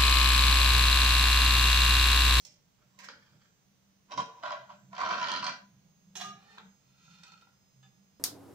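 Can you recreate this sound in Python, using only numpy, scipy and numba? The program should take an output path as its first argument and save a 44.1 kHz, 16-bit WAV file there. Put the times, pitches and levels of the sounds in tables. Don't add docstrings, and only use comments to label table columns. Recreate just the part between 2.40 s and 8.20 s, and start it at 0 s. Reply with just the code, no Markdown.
import sys
import numpy as np
from scipy import signal
from scipy.fft import rfft, irfft
from scipy.io import wavfile
from scipy.ndimage import uniform_filter1d
from numba import njit

SR = 44100
rng = np.random.default_rng(int(sys.argv[2]) if len(sys.argv) > 2 else 0)


def int16_out(signal):
    q = np.round(np.clip(np.atleast_2d(signal).T, -1, 1) * 32767)
    wavfile.write(sys.argv[1], SR, q.astype(np.int16))


def magnitude_from_level(level_db):
    exponent = np.asarray(level_db, float) / 20
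    return 10 ** exponent


N = 255701
T = np.arange(N) / SR


def shape(x, table, scale=0.93):
    hz, db = np.transpose(table)
    bins = np.log(np.arange(x.shape[-1] // 2 + 1) * SR / x.shape[-1] + 1)
    return irfft(rfft(x) * magnitude_from_level(scale * np.interp(bins, np.log(hz), db)), x.shape[-1])


def unit(x):
    return x / np.sqrt(np.mean(x ** 2))


@njit
def resonate(x, hz, width):
    y, band, low = np.empty(len(x)), 0., 0.
    for i in range(len(x)):
        g, k = np.tan(np.pi * hz[i] / SR), width / hz[i]
        v = (band + g * (x[i] - low)) / (1 + g * (g + k))
        band, low, y[i] = 2 * v - band, low + 2 * g * v, k * v
    return y


def walk(rate_hz):
    k = int(SR / rate_hz)
    return 1.116 * uniform_filter1d(np.repeat(rng.standard_normal(N // k + 1), k), k)[:N]


# hz, density_db (per Hz)
AIR = [(12, -51.5), (20, -20.5), (146, -5.5), (187, -5.5), (216, -10.5), (241, -12), (357, -17.5),
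       (485, -17.5), (1480, -24), (6360, -25), (7520, -38), (8650, -35.5), (12400, -39.5), (14700, -32),
       (16000, -21)]
# hz, common_share
AIR_LIKENESS = [(30, 0.43), (130, 0.76), (300, 0.24), (1000, 0.13), (3000, 0.033)]
AIR_DB = -69.5


def air():
    common, left, right = rng.standard_normal((3, N))
    likeness = [(hz, np.clip(share, .001, .999)) for hz, share in AIR_LIKENESS]
    shared = [(hz, 10 * np.log10(share)) for hz, share in likeness]
    own = [(hz, 10 * np.log10(1 - share)) for hz, share in likeness]
    hiss = shape(shape(common, shared) + shape(np.array([left, right]), own), AIR)
    return magnitude_from_level(AIR_DB) * hiss / np.std(shape(hiss, [(249, -80), (250, 0)]))


# start_s, hum_level_db
HUM = [(0.0, -97), (0.11, -83), (0.63, -68), (1.24, -86), (1.32, -72.5), (1.7, -79.5), (1.78, -68),
       (1.94, -75), (2.76, -54.5), (3.71, -71), (3.89, -55.5), (4.02, -65.5), (4.26, -53), (4.41, -90),
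       (4.49, -66.5), (5.42, -80), (5.49, -66.5), (5.8, -72)]
# pitch_hz, width_hz, level_db, share_of_hum_swing, own_wander_db
HUM_MODES = [(130.7, 4.1, -9.5, .3, 6.5), (167.7, 11, -8, 0.53, 7.5), (194.6, 7.8, 0.5, 0.92, -2)]
HUM_MEAN_DB = -71.5


def hum():
    swing_db = np.interp(T, *np.transpose(HUM)) - HUM_MEAN_DB
    out = 0
    for hz, width, db, share, wander_db in HUM_MODES:
        centre = np.full(N, 1. * hz)
        mid, side = (unit(resonate(resonate(rng.standard_normal(N), centre, 1. * width), centre, 3.2 * width))
                     for _ in range(2))
        level = magnitude_from_level(HUM_MEAN_DB + db + share * swing_db + wander_db * walk(4.2))
        out = out + level * (mid + 0.17 * side * np.array([[1], [-1]]))
    return out


# pitch_hz, level_db, start_s, end_s
WHINE = [
    (5200, -89.5, 3.5, 6.9),
    (6066, -90.5, -0.5, 2.8),
    (6100, -87, 5, 5.35),
    (6480, -87.5, 1, 1.52),
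    (6490, -86, 1.5, 6.15),
    (7390, -91.5, -1, 7.1),
]
WHINE_FADE_S = 0.42


def whine():
    out = 0
    for hz, db, start, end in WHINE:
        phase = 2 * np.pi * np.cumsum(hz + 1.2 * walk(7.8)) / SR + rng.uniform(0, 2 * np.pi, (2, 1))
        running = np.clip(np.minimum(T - start, end - T) / WHINE_FADE_S, 0, 1)
        out = out + running * magnitude_from_level(db + 7.5 + 3.4 * walk(8)) * np.sin(phase)
    return out


# hz, t60_s
ROOM = [(100, 0.2), (500, 0.33), (2000, 0.28), (6000, 0.21), (12000, 0.11)]


def kitchen(x):
    t, tail = T[:SR // 2], 0
    room_hz, room_t60 = np.transpose(ROOM)
    for hz in 90 * 2. ** np.arange(8):
        t60 = np.interp(np.log(hz), np.log(room_hz), room_t60)
        own = min(hz / 1300, 1) * rng.standard_normal((2, len(t)))
        common = max(1 - hz / 1300, 0) * rng.standard_normal(len(t))
        octave = [(hz / 2, -60), (hz / 2 ** .5, -3), (hz, 0), (hz * 2 ** .5, -3), (hz * 2, -60)]
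        band = shape(unit(own + common), octave)
        tail = tail + band * np.exp(-np.log(1000) * t / t60) * np.clip(t / 0.0079, 0, 1)
    fine, broad = (uniform_filter1d(np.abs(rfft(tail)), size=k) for k in (7, 300))
    tail = irfft(rfft(tail) * broad / fine)[:, :SR * 2 // 5]
    return signal.fftconvolve(x[1:], tail / np.sqrt(np.sum(tail ** 2) / 2), axes=1)[:, :N]


# hz, level_db
ECHO_FEED = [(700, 0.5), (900, -5.5), (1050, -12.5), (1250, -5.5), (1600, 0.5)]
# hz, level_db
ECHO_SHADE = [(5500, 1), (7000, -5), (8000, -18.5), (10000, -13.5), (14000, -12)]


def echo(knife):
    left, right = kitchen(shape(knife, ECHO_FEED))
    return magnitude_from_level(-6.0) * np.array([shape(left, ECHO_SHADE), right])


def grit(scatter_db, patchy_db, patch_hz):
    grains = rng.standard_normal(N) * magnitude_from_level(scatter_db * rng.exponential(size=N))
    return unit(grains * magnitude_from_level(patchy_db * walk(patch_hz)))


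RISE_DB_S, FALL_DB_S = 1202, 332


def push(rows, rise=RISE_DB_S, fall=FALL_DB_S, depth=40):
    return [[(s - depth / rise, db - depth, *tone),
             (s, db, *tone),
             (s + abs(hold) + 1e-4, db, *tone),
             (s + abs(hold) + depth / fall, db - depth, *tone)] for s, hold, db, *tone in rows]


def catches(rows):
    return [(*row, 0.0042) for row in rows]


LEFT_LAG = 11


def small_modes(dense):
    swarm = rng.standard_normal((2, 900)) + 0.12 * rng.standard_normal(900)
    swarm = swarm * np.exp(-T[:900] / 0.0028)
    swarm[:, 0] = 3.5
    swarm = irfft(rfft(swarm) / uniform_filter1d(np.abs(rfft(swarm)), size=9))
    swarm[0] = np.roll(swarm[0], LEFT_LAG)
    swarm = swarm / np.sqrt(np.sum(swarm ** 2) / 2)
    return signal.fftconvolve(dense[1:], swarm, axes=1)[:, :dense.shape[1]]


def contact(strokes, slips, modes, grains, slip_db, stretch=None, knock=3.2, drift=0.):
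    drive, tilt = np.zeros(N), np.zeros(N)
    for s, db, *bright in map(np.transpose, strokes):
        now = (T >= s[0]) & (T < s[-1])
        gain = magnitude_from_level(np.interp(T[now], s, db))
        drive[now] += gain
        tilt[now] += gain * sum(b[0] for b in bright)
    force = drive * grains
    chatter = rng.choice([-1., 1.], N)
    for s, db, bright, burst in slips:
        at = int(s * SR)
        blow = magnitude_from_level(db + slip_db) * np.exp(-T[:3000] / max(burst, .0005))
        force[at:at + 3000] += blow * chatter[at:at + 3000]
        force[at] += knock * blow[0]
        drive[at:at + 3000] += blow
        tilt[at:at + 3000] += blow * bright
        drive[at], tilt[at] = blow[0], blow[0] * bright
    on = uniform_filter1d(1. * (drive > 0), 8820, origin=4000) > 0
    force = force[on]
    tilt = np.clip(tilt / (drive + 1e-9), -14, 14)[on]

    total = np.sqrt(sum(magnitude_from_level(2 * db) * np.pi * width / SR for _, width, db in modes))
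    glide = np.interp(T[on], *np.transpose(stretch)) if stretch else np.ones(len(force))
    wobble = drift * walk(24.96)[:len(force)]
    clear, dense = np.zeros((2, 2, len(force)))
    for k, (hz, width, db) in enumerate(modes):
        coloured = force * magnitude_from_level(tilt * np.log2(max(hz, 1000) / 1500)) + 1e-18
        centre = hz * glide * (1 + np.roll(wobble, 1500 * k))
        ring = resonate(coloured, centre, max(width, 3.))
        lag = int(min(LEFT_LAG, .2 * SR / hz))
        bus = dense if width > 400 else clear
        bus += (-1) ** k * magnitude_from_level(db) * np.array([np.roll(ring, lag), ring]) / total
    out = np.zeros((2, N))
    out[:, on] = clear + small_modes(dense)
    return out


def spots(strokes, slips, modes, grains, slip_db, **how):
    out = 0
    for k in range(len(strokes)):
        here = [(mode[0], mode[1], mode[2 + k]) for mode in modes]
        out = out + contact(strokes[k], slips[k], here, grains, slip_db, **how)
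    return out


# start_s, hold_s, level_db
LEAN = [
    (0.07, 0.037, -69.5),
    (.45, 0.073, -73.5),
    (.92, 0.035, -64.5),
    (2.07, 0.037, -70.5),
    (2.43, 0.057, -65),
    (3.3, 0.17, -70.5),
    (3.85, 0.11, -68),
]
# pitch_hz, width_hz, level_db
CABINET = [(88, 18, -6), (125.3, 22, 5.5)]


def leaning_hand():
    return contact(push(LEAN, 350, 250), [], CABINET, grit(1.5, 2.2, 27), 0)


# start_s, hold_s, level_db
THUD = [
    (0.05, 0.017, -81),
    (0.69, 0.062, -66),
    (1.786, 0.0015, -43),
    (2.04, .03, -69),
    (2.63, 0.476, -54),
    (3.78, 0.19, -74.5),
]
# pitch_hz, width_hz, level_db
WORKTOP = [(60, 80, -11.5), (131, 45, -0.5), (211.3, 45, 3), (268, 28, 3), (353, 35, -8.5)]


def worktop_thuds():
    return contact(push(THUD, 300, 500), [], WORKTOP, grit(0.92, 1.4, 40), 0) * magnitude_from_level(-3.0)


# start_s, peak_db, brightness_db_per_octave, burst_s
NUDGE = [
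    (5.428, -52.5, -0.5, 0.022),
]
# pitch_hz, width_hz, level_db
NUDGED = [(776, 27, -1.5), (1244, 23, -1), (1726, 18, 4), (2950, 43, -10), (3560, 37, 1), (4863, 32, 0.5),
          (7320, 75, 1), (3000, 2600, -18), (2450, 68, -8)]


def nudge(grains):
    return contact([], NUDGE, NUDGED, grains, -5.0)


WEDGE_S, WEDGE_DB_S = 4.172, 56
WEDGE_BENDING_DB, WEDGE_PRESSED_DB = -55, -61


def wedge(db, *tone):
    return push([(WEDGE_S, 0, db, *tone)], WEDGE_DB_S, 3000, 20.1)


# start_s, hold_s, level_db, brightness_db_per_octave
UNDER = [
    (4.7, 0.037, -76, 9.5),
    (4.85, 0.0086, -60.5, 1.5),
    (5.0, 0.035, -73.5, -6.5),
]
# start_s, peak_db, brightness_db_per_octave
UNDER_SLIPS = [(4.655, -50, 1), (4.754, -68, 4), (4.799, -62, -14), (4.678, -49, -6), (4.776, -62, -2),
               (4.834, -43, 7.5), (4.849, -52, -15), (4.867, -44, 2), (4.879, -46, 1.5), (4.919, -40, 0),
               (4.934, -42.5, -2), (4.976, -50, 2), (5.011, -51, 5), (5.021, -44.5, -5), (5.071, -49, -11)]
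# pitch_hz, width_hz, level_db
PRESSED = [(800, 45, -7.5), (998, 23, -4), (1325, 55, 5), (1387, 148, -1.5), (2495, 71, -3),
           (2800, 66, -7.5), (3020, 58, -8), (3640, 52, -6.5), (4300, 120, -8.5), (4750, 43, -34),
           (5340, 110, -14), (6500, 59, -15), (7660, 89, -7.5), (9320, 72, -1.5), (1480, 4500, -18),
           (4150, 12500, -16)]


def under_the_slice():
    strokes = push(UNDER, 52.4, 87, 25) + wedge(WEDGE_PRESSED_DB, 3.1)
    return contact(strokes, catches(UNDER_SLIPS), PRESSED, grit(2.25, 2.2, 60), -5.0, knock=2.7, drift=0.0081)


# start_s, hold_s, level_db
SQUEAL = [
    (3.842, 0.062, -45.5),
]
SQUEAL_HZ = 1221


def squeal():
    s, db = np.transpose(push(SQUEAL, 530, 266)[0])
    phase = 2 * np.pi * np.cumsum(SQUEAL_HZ + 3.4 * walk(60)) / SR
    level = magnitude_from_level(np.interp(T, s, db, -150, -150) + 3.5 + 2.1 * walk(83))
    return level * np.sin(phase - np.array([[1.1], [0]]))


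# start_s, hold_s, level_db
SKATE = [
    (3.76, .002, -55),
    (3.845, 0.013, -56),
    (3.93, 0.22, -71.5),
]
# start_s, pitch_factor
SKATE_STRETCH = [(3.75, 0.96), (3.9, 0.99), (4.0, 1.02), (4.1, 1.075), (4.201, 1.06)]
# start_s, peak_db, brightness_db_per_octave, burst_s
SKATE_SLIPS = [
    (3.754, -29.5, 1, 0.0079),
    (3.766, -40.5, 5, 0.019),
    (3.799, -30.5, -2.5, 0.0092),
    (3.809, -28.5, 0, 0.015),
    (3.842, -40, 0.5, 0.044),
]
# pitch_hz, width_hz, level_db
BENDING = [(400.5, 15, -9), (765.5, 14, 1.5), (1134, 24, -9), (1683, 15, -3), (2330, 38, -16),
           (3910, 30, -14), (2820, 31, -16)]
GRIP_DB_S = 500


def skating_tip(grains):
    strokes = push(SKATE, 850, 133, 20) + wedge(WEDGE_BENDING_DB)
    grip_db = GRIP_DB_S * np.clip(T - WEDGE_S - .012, 0, .1)
    return contact(strokes, SKATE_SLIPS, BENDING, grains, -15.5, SKATE_STRETCH) * magnitude_from_level(-5.5 - grip_db)


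# pitch_hz, width_hz, level_db
BLADE = [(704, 65, -5.5), (1216, 45, -3.5), (2860, 60, -4), (2473, 47, -6), (3010, 24, -14),
         (3520, 36, -1.5), (4300, 38, -3.5), (3920, 22, -1.5), (4660, 59, -9), (5150, 49, -13),
         (5500, 31, -0.5), (6490, 70, -3.5), (7600, 43, -11), (8760, 36, 2.5), (9500, 32, 2.5),
         (10800, 45, -8), (11640, 42, 5), (13000, 120, -14), (810, 760, -31), (2530, 5500, -15),
         (5150, 3500, -14.5), (10030, 9200, -9)]


def tapped_blade(grains):
    return contact([], SKATE_SLIPS, BLADE, grains, -1.8)


# start_s, hold_s, level_db, brightness_db_per_octave
CRUMB = [
    [(0.001, 0.02, -65.5, 8), (0.05, 0.0028, -47, 3)],
    [(.38, .07, -68, -5), (0.686, 0.0036, -44.5, 1.5), (0.8, 0.12, -57, 2), (1.0, 0.056, -63.5, 1.5)],
    [(4.176, 0.0018, -46, -5.5)],
    [(0.588, 0.06, -45.5, 0.5)],
]
# start_s, peak_db, brightness_db_per_octave, burst_s
CRACKS = [
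    [(0.05, -38.5, 6.5, 0.0042)],
    [(.686, -26.5, 3, 0.0027), (.697, -31.5, -7, 0.0048), (.717, -44, -6, 0.0034), (.743, -47, -2, .004),
     (.8215, -57, -4, .003), (1.021, -52, -2, 0.0026)],
    [(4.183, -25, 1, 0.0009), (4.194, -50, -18, 0.0087)],
    [(0.589, -40, 5.5, 0.0089)],
]
# pitch_hz, width_hz, crust_db, first_knock_db, last_knock_db, sponge_db
CRUST = [(439, 43, -16.5, -7.5, -4, -24), (587, 32, 6, 1, -10, -20), (877, 160, -1.5, -27, 1, -18),
         (1270, 395, -18, 2, -3.5, -10), (1760, 360, -7, 2, -29, -3), (2330, 180, -28, -1.5, -11.5, -2.5),
         (3330, 160, -6, -3, -19, -9), (4820, 260, -30, -5.5, -10.5, -19), (1480, 1010, -9, -4, -7.5, -3.5),
         (3100, 6200, -6, -9.5, -9.5, -5.5), (5620, 2970, 0.5, -8, -11, -2.5),
         (9500, 3600, -0.5, -41, -28, -5), (15200, 1500, -9, -28.5, -28, -6),
         (1520, 126, -20, -1, -18, -11)]


def crumbs_and_knocks():
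    strokes = [push(crumb, 5000, 225) for crumb in CRUMB]
    return spots(strokes, CRACKS, CRUST, grit(3.1, 3.7, 80), -0.62, drift=0.031) * magnitude_from_level(-5.5)


# pitch_hz, width_hz, then level_db at three spots
BOARD_MODES = [(341, 11, -20.5, -32, -18), (454, 17, -6.5, -25, -19), (578, 17, -3.5, -4.5, -8),
               (653, 88, -3.5, -2.5, -6.5), (762, 147, -6.5, -5, -10.5), (941, 54, 1, -2, -6),
               (996, 45.4, 7, 5, 7), (1102, 54, 2.5, 4, 1), (1200, 65, -12, -17.5, -7),
               (1276, 24, -21, -15.5, -6), (1406, 128, -16.5, -6.5, -5.5), (1561, 23, -8.5, -4.5, -3),
               (1780, 110, -31, -26, -18), (2353, 71, -19, -17.5, -12),
               (2870, 370, -33, -27, -15), (3212, 102, -14, -12.5, -11.5), (3270, 56, -16, -20, -27.5),
        (3790, 140, -16, -25.5, -27.5), (4260, 78, -31, -22.5, -18), (4775, 110, -21, -23.5, -18.5),
        (5630, 310, -23, -29, -26), (6490, 390, -26, -29.5, -37), (7700, 81, -41, -31.5, -33),
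        (9690, 310, -22, -42, -31.5)]
# pitch_hz, width_hz, then level_db at three spots
CROWDS = [(612, 370, -11.5, -26.5, -34.5), (1310, 1570, -29.5, -16, -13), (2154, 630, -17.5, -29, -22.5),
          (3204, 820, -24, -35.5, -38.5), (5450, 4000, -24.5, -35.5, -25.5)]
DRAGGED = [-20, -22.5, -7.5, -10, -13, -4.5, 7, -4.5, -8.5, -4.5, -0.5, -6.5, -14, -18, -25.5, -7.5, -20,
           -30.5, -10.5, -15, -23, -34.5, -32.5, -24, -30.5, -11, -26.5, -30.5, -28.5]
LEAVING = [-26, -23.5, -10.5, -12.5, -10, -2.5, 5.5, 2, -6.5, -6.5, -2, -0.5, -11.5, -11, -23, -19, -31,
           -34, -5, -8.5, -24, -33, -20.5, -20, -24, -13.5, -28.5, -42, -25]
# pitch_hz, width_hz, then level_db at five spots
BETWEEN = [(825, 54, -6, -4.5, -12, -23.5, -10.5), (1703, 22, -16, -18, -10, -9.5, -13.5),
           (1993, 31, -18, -18.5, -10.5, -13.5, -19.5), (2660, 40, -26.5, -25, -11.5, -19, -18.5)]


def board():
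    main = BOARD_MODES + CROWDS
    return [(*mode, dragged, leaving) for mode, dragged, leaving in zip(main, DRAGGED, LEAVING)] + BETWEEN


# start_s, hold_s, level_db, brightness_db_per_octave
CUT = [
    [(.5, 0.095, -71.5, 4), (0.592, 0.065, -56, -1), (1.69, .015, -61.5, -2), (1.718, 0.015, -38, 0),
     (1.78, 0.0015, -34.5, 8.5), (1.88, 0.19, -54.5, 0.5)],
    [(2.038, 0.043, -36.5, -4.5), (2.1, 0.054, -43, -2.5), (2.19, 0.049, -53.5, 2),
     (2.296, 0.026, -48.5, -2)],
    [(2.522, 0.011, -54.5, -8.5), (2.545, .03, -46, 0.5), (2.59, .07, -34.5, -0.5),
     (2.69, 0.084, -36, -0.5)],
    [(2.81, 0.13, -35.5, -0.5), (2.97, 0.026, -40, 5.5)],
    [(3.04, 0.041, -41, 4), (3.11, 0.0076, -49, 5.5)],
]
# start_s, peak_db, brightness_db_per_octave
CUT_SLIPS = [
    [(0.589, -49, 4), (1.697, -49, -0.5), (1.709, -38.5, 3), (1.714, -28.5, -6), (1.719, -29.5, 3),
     (1.725, -32.5, 2), (1.736, -46, 4), (1.776, -17.5, 1), (1.786, -24, -2), (1.795, -24, -3.5),
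     (1.802, -23.5, 2.5), (1.815, -32, -1), (1.823, -39, -3), (1.836, -40, -4), (1.86, -45, -2)],
    [(1.998, -46.5, 3), (2.028, -33, -3), (2.035, -25, 1), (2.043, -31.5, -1.5), (2.055, -30, -1.5),
     (2.06, -24.5, -1.5), (2.077, -30.5, -0.5), (2.106, -27, -9), (2.119, -28, 6), (2.124, -27, -5),
     (2.133, -35, -6), (2.145, -44, -7.5), (2.163, -51, 2.5), (2.293, -46, -12.5), (2.301, -42.5, -12),
     (2.308, -41, -4.5)],
]
# start_s, peak_db, brightness_db_per_octave
DRAW_SLIPS = [
    [(2.53, -37.5, -13), (2.551, -42, 7.5), (2.565, -33, 2.5), (2.581, -28.5, -17.5), (2.589, -31, -13),
     (2.603, -27.5, -20), (2.613, -20, -8), (2.634, -24, -7), (2.65, -25.5, 1.5), (2.661, -23, -0.5),
     (2.672, -22.5, -3.5), (2.69, -25.5, -7.5), (2.701, -29, -1.5), (2.708, -19.5, -2.5),
     (2.714, -25.5, -2), (2.726, -22, 0.5), (2.735, -23, 1.5), (2.742, -20, -3), (2.753, -23, 0),
     (2.769, -27, 1), (2.78, -25, -1.5), (2.787, -30, 2), (2.798, -28.5, 4)],
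    [(2.814, -24.5, -2), (2.828, -23.5, 1.5), (2.837, -30, -3), (2.842, -23, 1.5), (2.848, -28.5, -4),
     (2.861, -27, 2), (2.87, -22, -4.5), (2.885, -25.5, 6.5), (2.894, -20.5, 0), (2.903, -25.5, -8),
     (2.917, -25.5, 9), (2.926, -26.5, -6.5), (2.938, -24, 3), (2.95, -26, 2), (2.961, -25.5, 7.5),
     (2.972, -29, 5), (2.983, -37.5, 3), (3.006, -35, 0)],
    [(3.027, -24.5, 1), (3.037, -28.5, -2), (3.043, -26, 5.5), (3.054, -24, -3), (3.066, -21, 4.5),
     (3.078, -23.5, -8), (3.087, -25, -1.5), (3.095, -28, 4), (3.107, -31, -6), (3.123, -39, 5),
     (3.136, -41, 1.5)],
]


def cutting():
    strokes = [push(cut) for cut in CUT]
    slips = [catches(rows) for rows in CUT_SLIPS + DRAW_SLIPS]
    return spots(strokes, slips, board(), grit(2.77, 2.0, 90), -4, knock=10.2, drift=.006) * magnitude_from_level(-3.5)


# hz, level_db
SHADE = [(4000, -2), (8000, -14), (12000, -22), (15000, 0)]
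# hz, level_db
CAPSULE = [(5000, 2), (7000, -5.5), (9000, -21), (12000, -27), (14800, -17), (15500, -12.5)]


def scene():
    knife = cutting() + worktop_thuds()
    skate = grit(3.36, 1.4, 120)
    knife += skating_tip(skate)
    knife += leaning_hand()
    knife += tapped_blade(skate)
    knife += under_the_slice()
    knife += nudge(skate)
    knife += crumbs_and_knocks()
    knife = shape(np.array([shape(knife[0], SHADE), knife[1]]), CAPSULE)
    return knife + echo(knife) + squeal() + (hum() + whine()) + air()


def band_limit(x):
    return signal.sosfilt(signal.butter(12, 16340, fs=SR, output="sos"), x)


# hz, left_minus_right_db
PORTS = [(60, -6.5), (200, -1.5), (500, -2), (1000, -2.5), (2000, -3), (4400, -1), (6500, -10.5),
         (8500, -5.5), (11000, -5.5), (15000, -4)]
# hz, level_db
TOP = [(15600, 0), (15700, -80)]


def record(dry):
    ports = np.array([shape(dry[0], PORTS, 0.24), shape(dry[1], PORTS, -0.49)])
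    return band_limit(shape(ports, TOP))


dry = scene()
out = record(dry)
int16_out(out)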